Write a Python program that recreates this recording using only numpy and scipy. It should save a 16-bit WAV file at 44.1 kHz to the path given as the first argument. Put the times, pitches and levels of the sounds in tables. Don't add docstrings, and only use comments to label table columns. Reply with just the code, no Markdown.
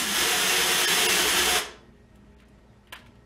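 import sys
import numpy as np
from scipy import signal
from scipy.io import wavfile
from scipy.ndimage import uniform_filter1d

SR = 44100
rng = np.random.default_rng(int(sys.argv[2]) if len(sys.argv) > 2 else 0)


def undo_db(level):
    steps = np.asarray(level, float) / 20
    return 10 ** steps


def inscribe(sig):
    pcm = np.round(np.clip(np.atleast_2d(sig).T, -1, 1) * 32767)
    wavfile.write(sys.argv[1], SR, pcm.astype(np.int16))


N = 143325


def drill():
    # t/s, shaft speed f/Hz, effort level/dB, imbalance level/dB
    run = [(0, 258, -28, 9), (0.058, 215.1, -31.5, 9), (0.122, 197.2, -29.5, 7), (0.168, 282, -26.5, 2),
           (0.229, 362, -26, 3), (.34, 362, -27.5, 2), (.41, 358.6, -27, -6), (0.499, 362.3, -26.5, 6),
           (.65, 365, -26, 2), (.82, 361, -26, 4), (.93, 360, -25.5, 0), (1.051, 359, -25, 5),
           (1.22, 358, -26, 5), (1.29, 362, -26.5, -8), (1.39, 361, -25.5, 6), (1.5, 363, -26, 3),
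           (1.57, 363, -26.5, 0)]
    # t/s, level/dB
    thump_swell = [
        (0, 4.5),
        (.4, -6),
        (.9, -10.5),
        (1.15, 4),
        (1.5, 5.5),
    ]
    stop_s, brake_s, brake_drop = 1.58, 0.05, 0.61
    shaft_wobble, room_db, tone_room_db = 0.004, -6, -16
    t = np.arange(N) / SR
    s, hz, db, imbalance_db = np.transpose(run)
    braking = np.clip((t - stop_s) / brake_s, 0, 1)
    speed = np.interp(t, s, hz) * (1 - brake_drop * braking)
    speed = speed * (1 + shaft_wobble * drift(size=1500))
    effort = undo_db(np.interp(t, s, db)) * (1 - braking) ** 2

    thump = undo_db(-28.5 + np.interp(t, *np.transpose(thump_swell))) * whistle(62.7, width_hz=20)
    tones = shaft_tones(speed, undo_db(np.interp(t, s, imbalance_db)))
    near = effort * saw_rasp()
    pitched = effort * (tones + thump) + bowl_booms() + singing()

    far = undo_db(room_db) * near + undo_db(tone_room_db) * pitched
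    shift = 2 * np.pi * 1.7 * t
    return near + pitched + room(far * np.cos(shift)) + room(far * np.sin(shift))


def shaft_tones(speed, imbalance):
    # multiple of shaft speed, level/dB, fuzz width f/Hz
    shaft = [
        (1, -22, 18),
        (2.01, -20, 16),
        (5.02, -27, 40),
        (7.53, -24, 40),
        (8.55, -24, 40),
        (9.6, -24, 40),
    ]
    # t/s, level/dB
    second = [(.2, -9), (.254, 8.5), (.3, -6), (.335, 14), (.4, -7), (.5, 2), (.58, 4.5), (.8, 3),
              (.86, -11), (.97, 3), (1.08, -6.5), (1.15, -10.5), (1.27, 0.5), (1.4, -16), (1.47, 8.5),
              (1.55, 9)]
    t = np.arange(N) / SR
    loaded = np.clip((speed - 190) / 30, 0.1, 1)
    gains = [imbalance, loaded * undo_db(np.interp(t, *np.transpose(second)))]
    gains += [loaded] * (len(shaft) - 2)
    out = np.zeros(N)
    for (order, db, width_hz), gain in zip(shaft, gains):
        patchy = undo_db(db + drift(size=1500))
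        out += patchy * gain * tone(order * speed, width_hz, fuzz_db=-10)
    return out


def saw_rasp():
    # f/Hz, width f/Hz, level/dB
    body_modes = [(184.3, 51, -24), (687, 330, -24.5), (956, 200, -27), (1327, 93, -24.5), (1797, 840, -13),
                  (2210, 250, -23.5), (3033, 1600, -8.5), (5210, 980, -19.5), (6285, 940, -17.5),
                  (10430, 1300, -23)]
    # f/Hz, level/dB per Hz
    rasp_spectrum = [(53, -48), (90, -18), (438, -1), (606, -15), (721, -5), (1160, -2.5), (3150, -2),
                     (10400, -6.5), (16000, -14.5)]
    grit_per_s, grit_spread_db = 25000, 1.2
    flicker_db, cup_sway_db, cup_turns_hz = -0.36, 0.5, 10.1
    t = np.arange(N) / SR
    cup = np.sin(2 * np.pi * (cup_turns_hz * t + 0.22))
    hit = rng.random(N) < grit_per_s / SR
    size = undo_db(grit_spread_db * np.minimum(rng.exponential(1, N), 3))
    grit = evened(hit * size * rng.standard_normal(N))
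    flicker = evened(uniform_filter1d(rng.standard_normal(N), size=700))
    grit = grit * undo_db(flicker_db * flicker + cup_sway_db * cup)

    out = colour(grit, rasp_spectrum, patchy_db=0.5)
    for hz, width_hz, db in body_modes:
        out = out + undo_db(db) * evened(resonate(resonate(grit, hz, width_hz), hz, width_hz))
    return out


def bowl_booms():
    # t/s, f/Hz, level/dB
    booms = [(.27, 452, -32.5), (0.304, 463.7, -37.5), (.368, 425.8, -33.5), (.45, 438.6, -41.5),
             (.53, 465.6, -40.5), (.6, 466.6, -35), (0.711, 463, -36), (.788, 458.3, -34.5),
             (.838, 443.6, -41.5), (0.881, 432.3, -36), (.986, 436, -40), (1.039, 439, -38.5),
             (1.082, 445.7, -33), (1.177, 426, -38), (1.27, 434, -34.5), (1.39, 436, -41.5),
             (1.484, 437.6, -33.5), (1.565, 430, -33)]
    boom_s, rise_hz_per_s = 0.018, 400
    t = np.arange(N) / SR
    s, hz, _ = np.transpose(booms)
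    nearest = np.abs(t[::64, None] - s).argmin(1).repeat(64)[:N]
    rise = rise_hz_per_s * np.clip(t - s[nearest], -0.05, 0.05)
    pitch = uniform_filter1d(hz[nearest] + rise, size=300)
    level = sum(undo_db(db) * swell(t, at, boom_s) for at, _, db in booms)
    return level * tone(pitch, width_hz=40, fuzz_db=-10)


def singing():
    # middle t/s, half length t/s, f/Hz, level/dB
    sings = [(.3, .06, 2760, -41), (.55, .07, 2752, -36), (.72, .04, 2745, -36), (.95, .05, 2715, -39),
             (1.03, .04, 2690, -36), (1.15, .06, 2685, -36), (1.42, .04, 2725, -36), (.85, .07, 3092, -36),
             (1.0, .05, 3090, -38), (1.21, .04, 3065, -35), (1.45, .05, 3085, -38), (.68, .04, 3505, -37),
             (.78, .04, 3470, -38), (.94, .04, 3450, -37), (1.42, .04, 3487, -37), (1.52, .05, 3510, -37),
             (.53, .04, 1825, -38), (.92, .04, 1680, -39), (1.31, .03, 2520, -38), (1.44, .05, 1703, -38),
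             (.22, .04, 1696, -39), (.2, .05, 2190, -40)]
    out = np.zeros(N)
    fuzz = 1 + undo_db(-5) * whistle(0, width_hz=40)
    for k, (at, half_s, hz, db) in enumerate(sings):
        part = np.arange(-2.5 * half_s, 2.5 * half_s, 1 / SR)
        sine = np.sqrt(2) * np.sin(2 * np.pi * hz * part)
        rough = fuzz[k * 5000:][:len(part)]
        add(out, at + part[0], undo_db(db) * swell(part, 0, half_s) * sine * rough)
    return out


def taps():
    # t/s, peak level/dB, ring f/Hz, t60 t/s
    tap_events = [(2.154, -58, 2600, 0.056), (2.157, -57, 9000, 0.037), (2.385, -60, 3010, 0.22),
                  (2.4, -54, 1980, 0.11), (2.402, -59, 8860, 0.033), (2.42, -57.5, 1500, 0.3),
                  (2.484, -60, 8000, .05), (2.586, -58.5, 1380, .08), (2.871, -52, 2690, 0.026),
                  (2.872, -56, 1850, 0.23), (2.9235, -33, 3030, 0.027), (2.9256, -25, 2820, 0.011),
                  (2.9291, -24.5, 2720, 0.017), (2.9315, -30, 1900, 0.017), (2.9345, -35, 1660, 0.065),
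                  (2.9415, -38, 1555, 0.061), (2.9485, -39, 3030, 0.067), (2.953, -37, 1560, 0.12),
                  (2.96, -53, 2400, 0.065), (2.969, -48, 1500, 0.13), (2.99, -49, 3470, 0.072),
                  (3.061, -49, 2380, 0.11), (3.068, -60, 6900, 0.054), (3.154, -60, 2930, .1)]
    # f/Hz, level/dB, t60 t/s
    knock_modes = [(680, -6, .025), (950, -3, .025), (1300, -5, .02), (1650, -2, .025), (2330, -2, .02),
                   (2800, 6, .012), (3150, 0, .01), (3600, -8, .01)]
    crack_db, ring_db, knock_db, room_db = -14, -4.5, 7, -11
    crack_t60_s, detune = 0.036, 0.038
    out, t = np.zeros(N), np.arange(6000) / SR
    crack_band = signal.butter(2, [3800, 12800], "band", fs=SR)
    for s, db, hz, t60 in tap_events:
        noise = rng.standard_normal(len(t))
        modes = np.zeros(len(t))
        for (f, mode_db, mode_t60), chance in zip(knock_modes, noise[::-1]):
            mode_hz = f * (1 + detune * chance)
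            modes += undo_db(mode_db - 60 * t / mode_t60) * np.sin(2 * np.pi * mode_hz * t)
        knock = undo_db(knock_db) * modes / abs(modes).max() * np.minimum(t / 0.00055, 1)
        fade = undo_db(-60 * t / t60) * np.minimum(t / 0.0016, 1)
        width_hz = 0.9 * hz
        ring = undo_db(ring_db) * evened(resonate(resonate(noise, hz, width_hz), hz, width_hz))
        crack = undo_db(crack_db - 60 * t / crack_t60_s) * signal.lfilter(*crack_band, noise)
        add(out, s, undo_db(db) * (fade * ring + crack + knock))
    return out + undo_db(room_db) * room(out)


def room(x):
    # f/Hz, t60 t/s
    decay = [(150, 0.66), (500, 0.68), (2000, 0.38), (5000, 0.38), (12000, 0.21), (15500, 0.071)]
    echoes = np.zeros(SR)
    at = np.arange(200, SR - 20, 20)
    echoes[at + rng.integers(0, 20, len(at))] = rng.choice([-1., 1.], len(at))
    hz, t, z = signal.stft(echoes, SR, nperseg=256)
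    tail = signal.istft(z * undo_db(-60 * t / read(decay, hz)[:, None]), SR, nperseg=256)[1]
    before = x[SR // 4:0:-1]
    wet = signal.fftconvolve(np.append(before, x), tail / np.linalg.norm(tail))
    return wet[len(before):][:N]


def house():
    # f/Hz, level/dB
    hum_lines = [(59.2, -59.5), (118.4, -64), (204.6, -63.5), (236.9, -65.5), (360.7, -71.5),
                 (409.1, -69.5), (629.8, -73), (872.1, -76), (942.1, -80.5), (1319, -79), (1873, -76)]
    # f/Hz, level/dB per Hz
    air_spectrum = [(18, -26), (30, -1.5), (219, -7.5), (284, -11), (410, -13.5), (1170, -23.5),
                    (1870, -25), (11600, -45), (15500, -59.5)]
    out = undo_db(-56.5) * colour(rng.standard_normal(N), air_spectrum, patchy_db=1.5)
    for hz, db in hum_lines:
        wavering = hz * (1 + 0.002 * drift(size=3000))
        out = out + undo_db(db - 2) * tone(wavering, width_hz=5 + 0.012 * hz, fuzz_db=-2)
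    return out


def evened(x):
    return x / np.sqrt(np.mean(x ** 2) + 1e-20)


def read(points, hz):
    f, value = np.transpose(points)
    return np.interp(np.log(hz + 1), np.log(f + 1), value)


def add(mix, s, sound):
    part = mix[round(s * SR):][:len(sound)]
    part += sound[:len(part)]


def drift(size):
    return evened(uniform_filter1d(uniform_filter1d(rng.standard_normal(N), size=size), size=size))


def swell(t, s, half_s):
    return np.exp(-((t - s) / half_s) ** 2)


def resonate(x, hz, width_hz):
    turn = np.exp(2j * np.pi * np.cumsum(hz * np.ones(len(x))) / SR)
    r = np.exp(-np.pi * width_hz / SR)
    return 2 * (turn * signal.lfilter([1 - r], [1, -r], x / turn)).real


def whistle(hz, width_hz):
    r = np.exp(-np.pi * width_hz / SR)
    slow = signal.lfilter([1], np.convolve([1, -r], [1, -r]), rng.standard_normal((2, N)))
    angle = 2 * np.pi * np.cumsum(hz * np.ones(N)) / SR
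    return evened(slow[0] * np.cos(angle) + slow[1] * np.sin(angle))


def tone(hz, width_hz, fuzz_db):
    sine = np.sqrt(2) * np.sin(2 * np.pi * np.cumsum(hz) / SR)
    return sine + undo_db(fuzz_db) * whistle(hz, width_hz)


def colour(x, points, patchy_db):
    hz, t, z = signal.stft(x, SR, nperseg=1024)
    patches = uniform_filter1d(rng.standard_normal(z.shape), size=10, axis=0)
    patches = evened(uniform_filter1d(patches, size=4, axis=1))
    gain = undo_db(read(points, hz)[:, None] + patchy_db * patches)
    return evened(signal.istft(z * gain, SR, nperseg=1024)[1][:len(x)])


def scene():
    mid = drill() + taps() + house()
    return np.array([mid, mid])


def treble_holes(x):
    hz, t, z = signal.stft(x, SR, nperseg=1024)
    chance = rng.random((len(hz) // 6 + 1, len(t) // 3 + 1))
    chance = chance.repeat(6, axis=0).repeat(3, axis=1)[:len(hz), :len(t)]
    share = np.interp(hz, [6250, 12500, 14200], [0, 0.015, 0.36])
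    hole = chance < share[:, None]
    return signal.istft(z * undo_db(-45 * hole), SR, nperseg=1024)[1][:, :N]


def treble_gaps(x):
    # t/s, length t/s, above f/Hz
    gaps = [
        (2.357, .013, 3600),
        (2.445, .009, 4500),
        (2.913, .016, 3900),
        (2.9515, .012, 3900),
    ]
    for s, length_s, hz in gaps:
        at = np.arange(round((s - 0.05) * SR), round((s + 0.05) * SR))
        high = signal.firwin(255, hz, pass_zero=False, fs=SR)
        treble = signal.oaconvolve(x[:, at], high[None], "same")
        gate = np.clip((length_s / 2 - abs(at / SR - s)) / 0.0022 + 0.5, 0, 1)
        add(x.T, at[0] / SR, -0.997 * (treble * gate).T)
    return x


def starved_moments(x):
    starved = [.865, 1.078]
    # t/s, f/Hz, level/dB
    kept_lines = [(.865, 1687, -29.5), (0.864, 1824, -31), (.865, 3124, -32), (.865, 3500, -34),
                  (.865, 4830, -35), (0.863, 5310, -33), (.865, 6400, -35.5), (1.079, 360.5, -35.5),
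                  (1.078, 445, -31), (1.078, 720, -36), (1.078, 970, -34.5), (1.078, 2160, -34),
                  (1.078, 2690, -31), (1.078, 2830, -30), (1.078, 4960, -36), (1.078, 10340, -34),
                  (1.078, 10570, -39), (2.915, 4790, -82), (2.958, 4820, -62), (2.958, 3750, -63)]
    length_s = 0.0427
    t = np.arange(N) / SR
    out = x
    for s in starved:
        out = out * np.abs(np.sin(np.pi * np.clip((t - s) / length_s, -0.5, 0.5))) ** 1.3
    part = np.arange(0, length_s, 1 / SR)
    window = np.sin(np.pi * part / length_s)
    for (s, hz, db), turn in zip(kept_lines, rng.random(len(kept_lines))):
        line = undo_db(db) * np.sqrt(2) * window * np.sin(2 * np.pi * (hz * part + turn))
        add(out.T, s - length_s / 2, line[:, None])
    return out


def channel_splits(x):
    # t/s, centre f/Hz, width f/Hz, level/dB
    splits = [
        (0.401, 7000, 1550, -45),
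        (0.494, 8400, 1590, -42),
        (3.118, 5000, 1600, -82),
    ]
    length_s = 0.046
    window = np.sin(np.pi * np.arange(0, length_s, 1 / SR) / length_s)
    for s, hz, width_hz, db in splits:
        edges = [hz - width_hz / 2, hz + width_hz / 2]
        band = signal.butter(6, edges, "band", fs=SR, output="sos")
        noise = evened(signal.sosfilt(band, rng.standard_normal(4000)))[:len(window)]
        add(x.T, s - length_s / 2, (undo_db(db) * window * noise)[:, None] * [1, -1])
    return x


def top_cut(x):
    return signal.sosfilt(signal.butter(12, 16320, fs=SR, output="sos"), x)


def record(dry):
    low_pass = signal.firwin(511, 15680, window=("kaiser", 9), fs=SR)
    x = signal.oaconvolve(dry, low_pass[None], "same")
    x = signal.sosfilt(signal.butter(2, 32, "high", fs=SR, output="sos"), x)
    x = treble_gaps(treble_holes(x))
    x = channel_splits(starved_moments(x))
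    return top_cut(x)


dry = scene()
out = record(dry)
inscribe(out)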